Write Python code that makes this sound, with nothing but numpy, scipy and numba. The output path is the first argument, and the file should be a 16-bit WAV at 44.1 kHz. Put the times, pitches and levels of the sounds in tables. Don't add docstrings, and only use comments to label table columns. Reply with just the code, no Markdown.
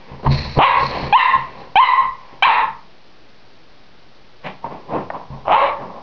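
import sys
import numpy as np
from scipy import signal
from scipy.fft import rfft, irfft
from scipy.io import wavfile
from scipy.ndimage import uniform_filter1d, minimum_filter1d
from numba import njit

SR = 44100
rng = np.random.default_rng(int(sys.argv[2]) if len(sys.argv) > 2 else 0)


def waveform_to_disk(signal):
    frames = np.transpose(np.atleast_2d(signal))
    scaled = np.clip(frames, -1, 1) * 32767
    samples = np.round(scaled).astype(np.int16)
    wavfile.write(sys.argv[1], SR, samples)


N = 265482
TIME = np.arange(N) / SR
TOP_HZ = 6900

# f/Hz, level/dB
CARPET_COLOUR = [(60, -14.5), (170, 4.5), (280, -2), (380, -1), (520, 1.5), (680, -3.5), (880, -2),
                 (1070, -1), (1250, -14.5), (1500, -18.5), (1930, -16.5), (2700, -21), (4000, -34.5),
                 (6500, -60)]


def puppy():
    yaps = [ (.587, 0.063, 0.063, 234.9, 565.2, 420.5, 14.5, 9, 26.5, 0.33, .1, -6.5, 13, 0.78, 1084, 906),
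            (1.1243, 0.04, .06, 739.4, 1059, 839.4, 20.2, 30, 19, .045, 0.39, -3, 10.5, .32, 1057, 1750),
            (1.7552, 0.051, .06, 700.5, 1070, 940.5, 23.5, 24.5, 12, 0.13, 0.34, -5, 13.5, 0.35, 1004, 1210),
            (2.4226, .0353, .067, 695.7, 1095, 782.3, 19, 23, 17, .3, 0.46, -9.5, 28.5, 0.34, 1580, 790),
            (5.4509, .112, 0.12, 158.6, 516.4, 611.6, 4, 39, 22.5, 1.05, .32, -14.5, 12, 0.83, 866, 380), ]
    out = np.zeros(N)
    for s, *shape in yaps:
        add(out, s, yap(*gesture(*shape)))
    return out


def gesture(rise_s, fall_s, start_hz, top_hz, end_hz, top_db, swell_db, sag_db,
            opening_rough, closing_rough, bright_db, strain_db, strain_at, open_hz, final_hz):
    attack_s, release_s, break_s = .0028, .015, .0135
    catch_s, catch_db, harsh_db = .004, 6, 11.5
    turns = [0, rise_s, rise_s + fall_s]
    t = np.arange(0, turns[-1], 1 / SR)
    rising, falling = np.clip(t / rise_s, 0, 1), np.clip((t - rise_s) / fall_s, 0, 1)
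    catch = np.exp(-(t / catch_s) ** 2)
    hz = np.exp(np.interp(t, turns, np.log([start_hz, top_hz, end_hz]))) * (1 + .2 * catch)
    gate = np.clip(np.minimum(t / attack_s, (turns[-1] - t) / release_s), 0, 1) ** 2
    gain = gate * undb(top_db + catch_db * catch - swell_db * (1 - rising) ** 1.26 - sag_db * falling)
    broken = np.clip((t - rise_s) / break_s, 0, 1)
    rough = (1 - broken) * opening_rough * (1 - .63 * rising) + broken * closing_rough
    strain = np.exp(-((t / rise_s - strain_at) / .31) ** 2)
    treble_db = bright_db + strain_db * strain + harsh_db * np.sqrt(falling)
    mouth_hz = np.interp(t, turns, [.62 * open_hz, open_hz, final_hz])
    return t, hz, gain, rough, treble_db, mouth_hz


def yap(t, hz, gain, rough, bright_db, mouth_hz, jitter=.0696, doubling=.7, mouth_db=6):
    # f/Hz, level/dB
    throat = [(150, -22), (380, -18), (560, -6), (700, -7), (900, -4), (1130, -4), (1290, -6), (1480, -15),
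              (1950, -5), (2480, -8), (2950, -15), (3350, -21), (3950, -15), (4700, -37)]
    slack = 1 + (450 / hz) ** 2
    unsteady_hz = hz * np.exp(jitter * slack * rough * wobble(t, 300))
    phase = 2 * np.pi * np.cumsum(unsteady_hz) / SR
    folds = sum(np.cos(k * phase) * (k * hz < TOP_HZ) for k in range(1, 32)) * np.sqrt(4 * hz / SR)
    folds *= 1 + rough * (wobble(t, 300) + doubling * np.cos(phase / 2))
    air = rough * np.sqrt(slack) * rng.standard_normal(len(t)) * (1 + np.cos(phase)) / 2
    voice = colour(folds + air, throat + [(6500, -56.0)])
    voice = voice + undb(mouth_db) * resonate(voice, mouth_hz, width_hz=220.)
    return unit(brighten(voice, bright_db)) * gain


def landings(slap_s=.012, trim_db=-5):
    # t/s, relative boom/dB, relative slap/dB
    thumps = [(0.117, -29, -61), (0.195, -56, -28.5), (0.231, -44.5, -22), (0.262, -15.5, -8.5),
              (0.277, -5, -43), (0.346, -33, -41), (0.388, -36, -34), (0.451, -46.5, -21), (0.577, -9, -15),
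              (0.59, -15, -11), (0.827, -20.5, -15.5), (0.944, -33, -36.5), (0.969, -31.5, -24.5),
              (1.03, -21, -38.5), (1.358, -27, -31), (2.328, -47.5, -30), (4.644, -34.5, -29.5),
              (5.004, -54.5, -20.5), (5.304, -26, -42), (5.335, -30.5, -34.5)]
    # f/Hz, t60/s, level/dB
    boards = [(33, 0.23, -2), (75.8, 0.24, -0.5), (135, 0.13, 3), (138.4, 0.6, -10.5), (219.8, 0.44, -9.5),
              (288, 0.14, -15.5)]
    out, t = np.zeros(N), TIME[:SR // 4]
    for s, boom_db, slap_db in thumps:
        add(out, s, undb(boom_db + trim_db) * ring(boards))
        slap = rng.standard_normal(len(t)) * np.exp(-t / slap_s)
        add(out, s, undb(slap_db + trim_db) * colour(slap, CARPET_COLOUR))
    return out


def scuffs():
    # peak t/s, level/dB, rise/s, fall/s, brightness/dB, body/dB
    strokes = [(0.029, -45, 0.066, 0.07, 9.5, -3.5), (.128, -37, 0.042, 0.052, 5, 0.5),
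               (0.255, -22.5, 0.012, 0.071, -7.5, 0.5), (.36, -42, 0.09, 0.43, 3, -2),
               (0.577, -15.5, 0.011, 0.036, -15, 7), (0.966, -23.5, 0.075, 0.063, 5.5, -7.5),
               (1.048, -29.5, .035, 0.07, 10, 3.5), (1.36, -34.5, 0.12, 0.098, 11.5, -6.5),
               (1.637, -39, 0.13, 0.074, 2.5, -2.5), (2.338, -46.5, 0.25, 0.12, 6, -13.5),
               (4.471, -24, 0.024, 0.023, 9.5, -7), (4.667, -27, 0.028, 0.015, -10.5, -11.5),
               (4.736, -31, 0.034, 0.05, -3.5, -3.5), (4.961, -19, 0.052, 0.038, -7, -2),
               (5.158, -27, 0.031, 0.038, -10, -11.5), (5.341, -37.5, 0.036, 0.08, -5.5, -3.5),
               (5.823, -28.5, 0.035, 0.088, -7, -6), (5.96, -37, 0.022, 0.044, -8, -8)]
    rub = colour(grit(grain_db=1.5, grain_hz=110), CARPET_COLOUR)
    out = np.zeros(N)
    for s, db, rise, fall, bright_db, body_db in strokes:
        stroke = swell(s, rise, fall)
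        touching = stroke > .002
        drag = brighten(rub[touching], bright_db)
        drag = brighten(drag, -body_db, split_hz=550)
        out[touching] += undb(db) * stroke[touching] * unit(drag)
    return out


def knocks(contact_s=.0023, bounce_s=.00326, bounce_db=-3):
    # t/s, level/dB, base pitch/Hz, tilt/dB per octave
    hits = [(0.2661, -0.5, 918, -38), (4.643, -14.5, 810, -7), (5.102, -14.5, 684, 10.5)]
    # multiple of the base pitch, t60/s, level/dB
    partials = [(1.002, 0.02, -4), (1.131, 0.028, 4), (1.37, 0.011, -11.5), (1.751, 0.011, -4),
                (2.101, 0.011, -6), (2.499, 0.0044, 2), (2.949, 0.0039, -25)]
    out = np.zeros(N)
    for s, db, hz, tilt_db in hits:
        modes = [(hz * ratio, t60, level + tilt_db * np.log2(ratio)) for ratio, t60, level in partials]
        blow = ring(modes) * np.minimum(TIME[:SR] / contact_s, 1)
        add(out, s, undb(db) * blow)
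        add(out, s + bounce_s, undb(db + bounce_db) * blow)
    return out


def cloth():
    # peak t/s, level/dB, rise/s, fall/s
    slides = [(.324, -27.5, 0.014, 0.032), (.42, -32, 0.12, 0.35), (0.871, -35, 0.082, 0.068),
              (1, -39.5, 0.057, 0.12), (1.61, -53.5, 0.034, 0.027)]
    # f/Hz, level/dB
    fabric = [(200, -15.5), (1500, -9.5), (1900, -2), (2600, -3), (3000, -12.5), (3600, -9.5), (3950, 1),
              (4300, 4.5), (4750, -8.5), (5500, -13), (6700, -34)]
    movement = sum(undb(db) * swell(s, rise, fall) for s, db, rise, fall in slides)
    return colour(grit(grain_db=2.0, grain_hz=70), fabric) * movement


def hallway(gap_s=.0059, build_s=.003):
    # f/Hz, t60/s
    decay = [(100, 0.85), (500, 0.32), (1000, 0.39), (2000, 0.31), (4000, 0.28), (7000, 0.2)]
    t, f = TIME[:SR], np.arange(SR // 2 + 1)
    spectrum = rfft(rng.standard_normal(SR))
    edges = np.append(0, 125 * 2 ** np.arange(0, 6.5, .5))
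    tail = np.zeros(SR)
    for lo, hi in zip(edges, edges[1:]):
        band = irfft(spectrum * (f >= lo) * (f < hi))
        tail += band * undb(-60 * t / along(decay, (lo + hi) / 2))
    tail *= np.clip((t - gap_s) / build_s, 0, 1)
    return tail / np.sqrt(np.sum(tail ** 2) * SR / 2 / edges[-1])


def background(hiss_db=-51.5, hum_hz=118.3, hum_db=-64.5):
    # f/Hz, relative level/dB
    hiss_colour = [(20, -20.5), (40, -8.5), (80, -24.5), (170, -15.5), (300, -16), (500, -18), (750, -20),
                   (1500, -27), (3000, -30), (4400, -29), (5600, -40), (6500, -60), (7000, -66.5)]
    hiss = undb(hiss_db) * unit(colour(rng.standard_normal(N), hiss_colour))
    return hiss + undb(hum_db) * unit(np.sin(2 * np.pi * hum_hz * TIME))


def ring(modes):
    t, out = TIME[:SR], np.zeros(SR)
    for hz, t60, db in modes:
        detuned_hz = hz * (1 + .01 * rng.standard_normal())
        out += undb(db - 60 * t / t60) * np.sin(2 * np.pi * detuned_hz * t)
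    return out


def grit(grain_db, grain_hz):
    return unit(rng.standard_normal(N) * undb(grain_db * wobble(TIME, grain_hz)))


def swell(s, rise_s, fall_s):
    t = TIME - s
    return np.exp(-np.where(t < 0, (t / rise_s) ** 2, t / fall_s))


def wobble(t, hz):
    return unit(signal.sosfilt(signal.butter(2, hz, fs=SR, output="sos"), rng.standard_normal(len(t))))


def colour(x, points, size=4096):
    gain = undb(along(points, np.arange(size // 2 + 1) * SR / size))
    cepstrum = irfft(np.log(unit(gain)))
    cepstrum[1:size // 2] *= 2
    cepstrum[size // 2 + 1:] = 0
    return signal.oaconvolve(x, irfft(np.exp(rfft(cepstrum))))[:len(x)]


def brighten(x, db, split_hz=1550):
    low = signal.sosfiltfilt(signal.butter(4, split_hz, fs=SR, output="sos"), x)
    return low + undb(db) * (x - low)


@njit
def resonate(x, hz, width_hz):
    out, band_state, low_state = np.empty(len(x)), 0., 0.
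    for i in range(len(x)):
        tuning, damping = np.tan(np.pi * hz[i] / SR), width_hz / hz[i]
        band = (band_state + tuning * (x[i] - low_state)) / (1 + tuning * (tuning + damping))
        band_state = 2 * band - band_state
        low_state += 2 * tuning * band
        out[i] = damping * band
    return out


def along(points, hz):
    f, value = np.transpose(points)
    return np.interp(np.log(hz + 1e-9), np.log(f), value)


def add(out, s, x):
    i = max(int(s * SR), 0)
    out[i:i + len(x)] += x[:N - i]


def undb(db):
    return 10 ** (np.asarray(db) / 20)


def unit(x):
    return x / np.sqrt(np.mean(x ** 2))


@njit
def follow_peaks(x, attack, release):
    out, level = np.empty(len(x)), 0.
    for i in range(len(x)):
        level += (x[i] - level) * (attack if x[i] > level else release)
        out[i] = level
    return out


def converter_fizz(x, step=1 / 128, cutoff_hz=5500, hold=3):
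    taken = x[:, ::hold]
    error = np.round(taken / step) * step - taken
    held = np.repeat(error, hold, axis=1)[:, :N]
    return signal.sosfilt(signal.butter(10, cutoff_hz, fs=SR, output="sos"), held)


def scene(direct_db=-5, yap_room_db=-6, paw_room_db=-8, knock_room_db=-14):
    # f/Hz, level/dB
    muzzle_down = [(300, 9), (500, -2), (800, 5.5), (1500, 2), (1900, -7), (2400, -0.5), (3050, 8.5),
                   (3400, 3.5), (3900, -9.5), (5000, -8)]
    voice, paws, bumps = puppy(), landings() + scuffs(), knocks()
    send = undb(yap_room_db) * voice + undb(paw_room_db) * paws + undb(knock_room_db) * bumps
    room = signal.oaconvolve(send, hallway())[:N]
    direct_voice = undb(direct_db) * colour(voice, muzzle_down)
    return (direct_voice + paws + bumps + cloth() + room + background())[None]


def record(dry, ceiling_db=-3.5, attack_s=.0001, release_s=.038, full_scale=.8, dc_offset=-.0098):
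    peak = follow_peaks(np.abs(dry[0]), 1 - np.exp(-1 / (attack_s * SR)), 1 / (release_s * SR))
    gain = 1 / np.maximum(peak / undb(ceiling_db), 1)
    gain = uniform_filter1d(minimum_filter1d(gain, 21), 21)
    clipped = np.clip(dry * gain, -full_scale, full_scale) + dc_offset
    top_cut = signal.ellip(8, .2, 70, TOP_HZ, fs=SR, output="sos")
    return signal.sosfilt(top_cut, clipped + converter_fizz(clipped))


dry = scene()
out = record(dry)
waveform_to_disk(out)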